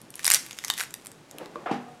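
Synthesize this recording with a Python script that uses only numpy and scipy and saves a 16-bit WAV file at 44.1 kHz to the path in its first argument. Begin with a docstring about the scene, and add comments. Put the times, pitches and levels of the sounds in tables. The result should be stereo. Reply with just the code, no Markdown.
"""Fingers prise a clove off a garlic bulb, close to the microphone in a quiet kitchen.
First the dry skin rustles and snaps in runs of tiny cracks, each ringing the flake that broke.
At 0.7 s the clove breaks from its root and the hollow husk rings. From about 1.3 s a hand brushes
the wooden board, then taps the clove onto it. Last, the bulb is set down nearby with a scuff,
a few knocks and a double thud, and a faint ring lingers."""
import sys
import numpy as np
from scipy import signal
from scipy.fft import rfft, irfft
from scipy.io import wavfile
from scipy.ndimage import uniform_filter1d

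SR = 44100
rng = np.random.default_rng(int(sys.argv[2]) if len(sys.argv) > 2 else 0)


def store_pcm(level_fs):
    """Save levels as 16-bit WAV."""
    pcm = np.round(np.clip(level_fs, -1, 1) * 32767).astype(np.int16)
    wavfile.write(sys.argv[1], SR, np.atleast_2d(pcm).T)


N = 88200
TIME = np.arange(N) / SR

# Levels are relative: 0 dB leaves a sound as it is. fade_s is the time a ring takes to drop 60 dB.
# each crack (body and edge are against the middle pitches): start_s, level_db, pitch_hz, body_db, edge_db
SKIN_CRACKS = [(0.016, -43.5, 10330, -10, 0.5), (0.104, -39.5, 9650, -4, 3),
               (0.1407, -40.5, 2470, -4.5, -9), (0.1551, -32.5, 10200, -9, 2.5),
               (0.1935, -33, 1720, 8.5, 2), (0.245, -19.5, 9050, 2, -1), (0.253, -17.5, 5030, -3.5, -2),
               (0.2587, -25, 9200, -1, 13), (0.2657, -14, 9250, 1, 1.5), (0.2784, -13.5, 6060, 11.5, 5),
               (0.302, -12, 11100, 1, -4), (0.3124, -15, 2000, 5.5, 4), (0.3173, -11, 8400, -23, -6.5),
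               (0.333, -24, 9500, -1, 2), (0.3377, -12, 10000, -5, -1.5), (0.3452, -10.5, 5680, -12, 4.5),
               (0.4637, -37, 3900, 9.5, 6.5), (0.5097, -32.5, 3370, 4.5, -3), (0.5297, -37.5, 6800, 3, -9),
               (0.5874, -29, 2330, -3.5, -7.5), (0.639, -31, 2030, 3, -6), (0.6473, -23.5, 5970, 4, 2),
               (0.6815, -28.5, 5800, 4.5, 4), (0.7006, -19.5, 2170, -0.5, 2), (0.709, -31, 7540, -3, -6),
               (0.738, -29, 3600, -1, 0.5), (0.778, -29.5, 3700, 5, 4.5), (0.7855, -29.5, 10200, 12.5, 0),
               (0.797, -32, 8250, 3, 9), (0.8052, -23, 2070, -1.5, -8), (0.81, -22.5, 1570, 6.5, 1.5),
               (0.816, -32, 10400, 8, 7), (0.825, -36, 9050, 14, 5), (0.836, -31.5, 2020, 5, 4),
               (0.9072, -41, 7600, 6, -1), (0.9404, -28, 1940, -9, 3.5), (1.049, -45, 11400, 3.5, 0),
               (1.0592, -38, 10500, 6, -3.5), (1.0687, -33.5, 8330, 1, 3.5), (1.1165, -42, 7900, 5, 1.5),
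               (1.3113, -39.5, 6560, 2, 3.5), (1.384, -35, 3030, 5.5, 5), (1.4586, -42.5, 4200, 7, -4)]
# tone of breaking skin: pitch_hz, level_db
SKIN_COLOUR = [(60, -33), (250, -27.5), (500, -16), (900, -2.5), (2000, 1), (12000, 0.5), (14500, -7.5),
               (16500, -29)]
# notes of the hollow husk: pitch_hz, level_db, fade_s
HUSK_NOTES = [(1205, -21.5, 0.0068), (1760, -15, 0.0086), (3067, -15.5, 0.012), (3634, -12, 0.014)]
# loudness of the skin being pulled and rubbed: time_s, level_db
RUSTLE_LEVELS = [(0, -63), (.12, -69), (.17, -51), (.23, -44.5), (.29, -35), (.335, -25.5), (.358, -23),
                 (.38, -45), (.46, -47.5), (.56, -51.5), (.69, -45.5), (.76, -49), (.8, -33), (.84, -44),
                 (.87, -57), (1.07, -63), (1.2, -69)]
# tone of that rustle: pitch_hz, level_db
RUSTLE_COLOUR = [(100, -34.5), (450, -10.5), (1000, -5.5), (1900, 2), (4500, -2), (7500, 0), (11500, -4.5),
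                 (14500, -15.5), (16500, -26.5)]
# loudness of the hand brushing the board: time_s, level_db
BRUSH_LEVELS = [(1.26, -72), (1.33, -50.5), (1.385, -49), (1.415, -37.5), (1.46, -45), (1.5, -51),
                (1.64, -46), (1.7, -80)]
# tone of that brushing: pitch_hz, level_db
BRUSH_COLOUR = [(80, -19.5), (170, -6), (330, 2), (560, -1), (900, -7.5), (2000, -16), (12000, -44)]
# notes of the clove tapping the board: pitch_hz, level_db, fade_s
TAP_NOTES = [(340.4, -15.5, 0.36), (477, -8, 0.14), (591, -11.5, 0.11), (1087, 0.5, 0.025),
             (1154, -14.5, 0.11), (2350, -37, 0.027)]
# loudness of the bulb scuffing down: time_s, level_db
SCUFF_LEVELS = [(1.66, -29.5), (1.676, -33.5), (1.69, -36), (1.712, -32), (1.725, -34), (1.76, -41.5),
                (1.84, -51), (2, -63)]
# tone of that scuff: pitch_hz, level_db
SCUFF_COLOUR = [(100, -28), (300, -7.5), (760, 0), (1400, -6.5), (1900, -10), (2700, -15), (4000, -29),
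                (15000, -64)]
# the bulb's cloves knock on the wood as it rolls: start_s, level_db, pitch_hz, fade_s
ROLLING_KNOCKS = [(1.6602, -26.5, 713, .06), (1.672, -25.5, 1294, .045), (1.693, -28, 752, 0.19),
                  (1.7135, -25, 843, 0.058)]
# the bulb lands and settles: start_s, level_db
LANDING_THUDS = [(1.7124, -17.5), (1.7362, -23.5)]
# tone of skin crunching on wood: pitch_hz, level_db
CRUNCH_COLOUR = [(100, -24), (400, 6.5), (2500, -7), (4800, -12), (9000, -25.5), (15000, -37)]
# notes of the wooden worktop: pitch_hz, level_db, fade_s
WORKTOP_NOTES = [(148.5, -16.5, 0.98), (202, -15, .25), (242.5, -11, 0.46), (279, -9.5, 0.29),
                 (312.3, -3.5, 0.1), (365, -11.5, 0.068), (448, -23, 0.36), (649, -11, 0.087),
                 (802, -12.5, 0.17)]
# nudges that leave a faint ring: start_s, level_db
NUDGES = [(1.688, -39.5), (1.865, -43)]
# notes of that ring: pitch_hz, level_db, fade_s
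LINGERING_NOTES = [(477, -4.5, 1), (727, -4, 0.75), (764, -7, 0.45), (1230, -6.5, 0.22)]
# echoes off near surfaces: delay_s, level_db
NEAR_ECHOES = [(.0086, -21), (0.0095, -19.5)]
# tone of the room's steady noise: pitch_hz, level_db
ROOM_NOISE_COLOUR = [(25, -18.5), (45, -10.5), (85, -11), (140, 3), (200, -2), (330, -1.5), (550, -6.5),
                     (1200, -12), (8000, -25), (12000, -34.5), (16000, -42)]


def cracks():
    """The dry skin gives way in snaps that last a few thousandths of a second."""
    rise_s, hold_s, decay_s, lead_s = 0.000082, .0009, 0.00089, .001
    t = np.arange(1024) / SR - lead_s
    shape = np.clip(t / rise_s, 0, 1) * np.exp(-np.maximum(t - hold_s, 0) / decay_s)
    out = np.zeros(N)
    for start_s, level_db, pitch_hz, body_db, edge_db in SKIN_CRACKS:
        burst = one_crack(shape, pitch_hz, body_db, edge_db)
        burst *= np.sqrt(.003 * SR / np.sum(burst ** 2))  # same energy for each, before its level is set
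        add(out, burst * undb(level_db - 1), start_s - lead_s)
    return out


def one_crack(shape, pitch_hz, body_db, edge_db):
    """Breaking fibres make a burst of noise, which rings a flake of skin at its own pitch."""
    body_hz, edge_hz, flake_db = 1700, 9400, 9.5
    spectrum = rfft(shape * rng.standard_normal(len(shape)))
    nearby_power = uniform_filter1d(np.abs(spectrum) ** 2, size=45)
    burst = irfft(spectrum / np.sqrt(nearby_power))  # evenly strong from low to high
    flake = signal.lfilter(*signal.iirpeak(pitch_hz, Q=FLAKE_Q, fs=SR), burst)
    tone = [(body_hz, body_db), (3800, 0), (7000, 0), (edge_hz, edge_db)]
    return colour(colour(burst + undb(flake_db) * flake, tone), SKIN_COLOUR)


def husk():
    """The clove snaps off its root and rings the stiff, hollow husk."""
    out = np.zeros(N)
    add(out, ring(HUSK_NOTES), start_s=.7012)
    return colour(out, SKIN_COLOUR)


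def rustle():
    """Rubbed skin folds in countless tiny creases of uneven size, each a brief puff of noise."""
    creases_per_s, spread_db, decay_s = 2600, 4, .0003
    creases = rng.random(N) < creases_per_s / SR
    sizes = undb(spread_db * np.minimum(rng.exponential(size=N), 5))
    power = signal.lfilter([1], [1, -np.exp(-1 / (decay_s * SR))], creases * sizes ** 2)  # each dies away
    puffs = np.sqrt(power) * rng.standard_normal(N)
    return unit(colour(puffs, RUSTLE_COLOUR)) * curve(RUSTLE_LEVELS)


def clove():
    """The hand brushes the board, then the firm clove taps it with a click and a short ring."""
    out = noise(BRUSH_COLOUR) * curve(BRUSH_LEVELS)
    tap = ring(TAP_NOTES) + crunch(level_db=-17, decay_s=0.0045)
    add(out, undb(-25) * tap, start_s=1.5576)
    return out


def bulb():
    """The bulb scuffs, knocks and thuds onto the worktop; a faint ring lingers."""
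    scuff_start_s, scuff_rise_s = 1.6587, 0.0014
    fade_in = np.clip((TIME - scuff_start_s) / scuff_rise_s, 0, 1) ** 2
    out = noise(SCUFF_COLOUR) * curve(SCUFF_LEVELS) * fade_in
    for start_s, level_db, pitch_hz, fade_s in ROLLING_KNOCKS:
        add(out, ring([(pitch_hz, level_db, fade_s)]), start_s)
    for start_s, level_db in LANDING_THUDS:
        thud = ring(WORKTOP_NOTES) + crunch(level_db=-17.5, decay_s=0.032)
        add(out, undb(level_db) * thud, start_s)
    for start_s, level_db in NUDGES:
        add(out, undb(level_db) * ring(LINGERING_NOTES), start_s)
    return out


def crunch(level_db, decay_s):
    """Skin hitting wood makes a noise that dies quickly; a very short one is a click."""
    return undb(level_db) * noise(CRUNCH_COLOUR) * np.exp(-TIME / decay_s)


def room_tail():
    """The kitchen's answer to one click: a wash of echoes whose highs die sooner."""
    split_hz, low_fade_s, high_fade_s, high_db, onset_s = 7900, 0.28, 0.23, -6, 0.00067
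    low = signal.sosfilt(signal.butter(2, split_hz, fs=SR, output="sos"), rng.standard_normal(N))
    high = signal.sosfilt(signal.butter(2, split_hz, "high", fs=SR, output="sos"), rng.standard_normal(N))
    onset = 1 - np.exp(-(TIME / onset_s) ** 2)
    low_shape, high_shape = onset * fade(low_fade_s), onset * fade(high_fade_s)
    return (low * low_shape + undb(high_db) * high * high_shape) / np.sqrt(np.sum(low_shape ** 2))


def room_noise(level_db):
    """The steady, low hush of the kitchen."""
    return undb(level_db) * noise(ROOM_NOISE_COLOUR)


def ring(notes):
    """A struck thing sounds several pure notes, each fading at its own speed."""
    return sum(undb(db) * np.sin(2 * np.pi * hz * TIME) * fade(fade_s) for hz, db, fade_s in notes)


def fade(fade_s):
    """A level that drops 60 dB every fade_s seconds."""
    return np.exp(-np.log(1000) * TIME / fade_s)


def noise(points):
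    """Noise of average strength 1, with its tone set by (pitch_hz, level_db) points."""
    return unit(colour(rng.standard_normal(N), points))


def colour(sound, points):
    """Turn pitches up or down along (pitch_hz, level_db) points."""
    size = 2 * len(sound)
    hz, db = np.array(points, float).T
    bins_hz = np.maximum(np.fft.rfftfreq(size, 1 / SR), 1)
    gains = undb(np.interp(np.log(bins_hz), np.log(hz), db))
    # fold the filter's early half onto its late half, so nothing sounds before its cause
    cepstrum = irfft(np.log(gains))
    cepstrum[1:len(sound)] *= 2
    cepstrum[len(sound) + 1:] = 0
    return irfft(rfft(sound, size) * np.exp(rfft(cepstrum)))[:len(sound)]


def curve(points):
    """Loudness over time, joining (time_s, level_db) points."""
    return undb(np.interp(TIME, *np.array(points).T))


def undb(db):
    """Turn decibels into a number to multiply by."""
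    return 10 ** (np.asarray(db) / 20)


def unit(sound):
    """Scale to an average strength (rms) of 1."""
    return sound / np.sqrt(np.mean(sound ** 2))


def add(out, sound, start_s):
    """Mix a sound in at a given time."""
    first = int(start_s * SR)
    out[first:first + len(sound)] += sound[:N - first]


def scene():
    """Skin and wood with the kitchen's echoes and hush, almost the same in both ears."""
    low_cut_hz, room_db = 170, -9
    skin = cracks() + husk() + rustle()
    wood = signal.sosfilt(signal.butter(6, low_cut_hz, "high", fs=SR, output="sos"), clove() + bulb())
    centre = skin + wood + room_noise(level_db=-53)
    for delay_s, level_db in NEAR_ECHOES:
        add(centre, undb(level_db) * skin, delay_s)
    into_room = undb(room_db) * (skin + wood)
    centre += signal.fftconvolve(into_room, room_tail())[:N]
    # a little width: added on the left, taken away on the right
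    side = undb(-23) * signal.fftconvolve(into_room, room_tail())[:N]
    side += undb(-19.5) * np.gradient(skin)  # mostly the skin's highs
    side += room_noise(level_db=-64.5)
    return np.array([centre + side, centre - side])


def record(dry):
    """The recorder clips the sharpest peaks and cuts the very highest pitches."""
    peak_limit, top_hz = .85, 16000
    top_cut = signal.ellip(8, .2, 70, top_hz, fs=SR, output="sos")
    return signal.sosfilt(top_cut, np.clip(dry, -peak_limit, peak_limit))


FLAKE_Q = 6.2  # a higher number makes each flake ring longer

dry = scene()
out = record(dry)
store_pcm(out)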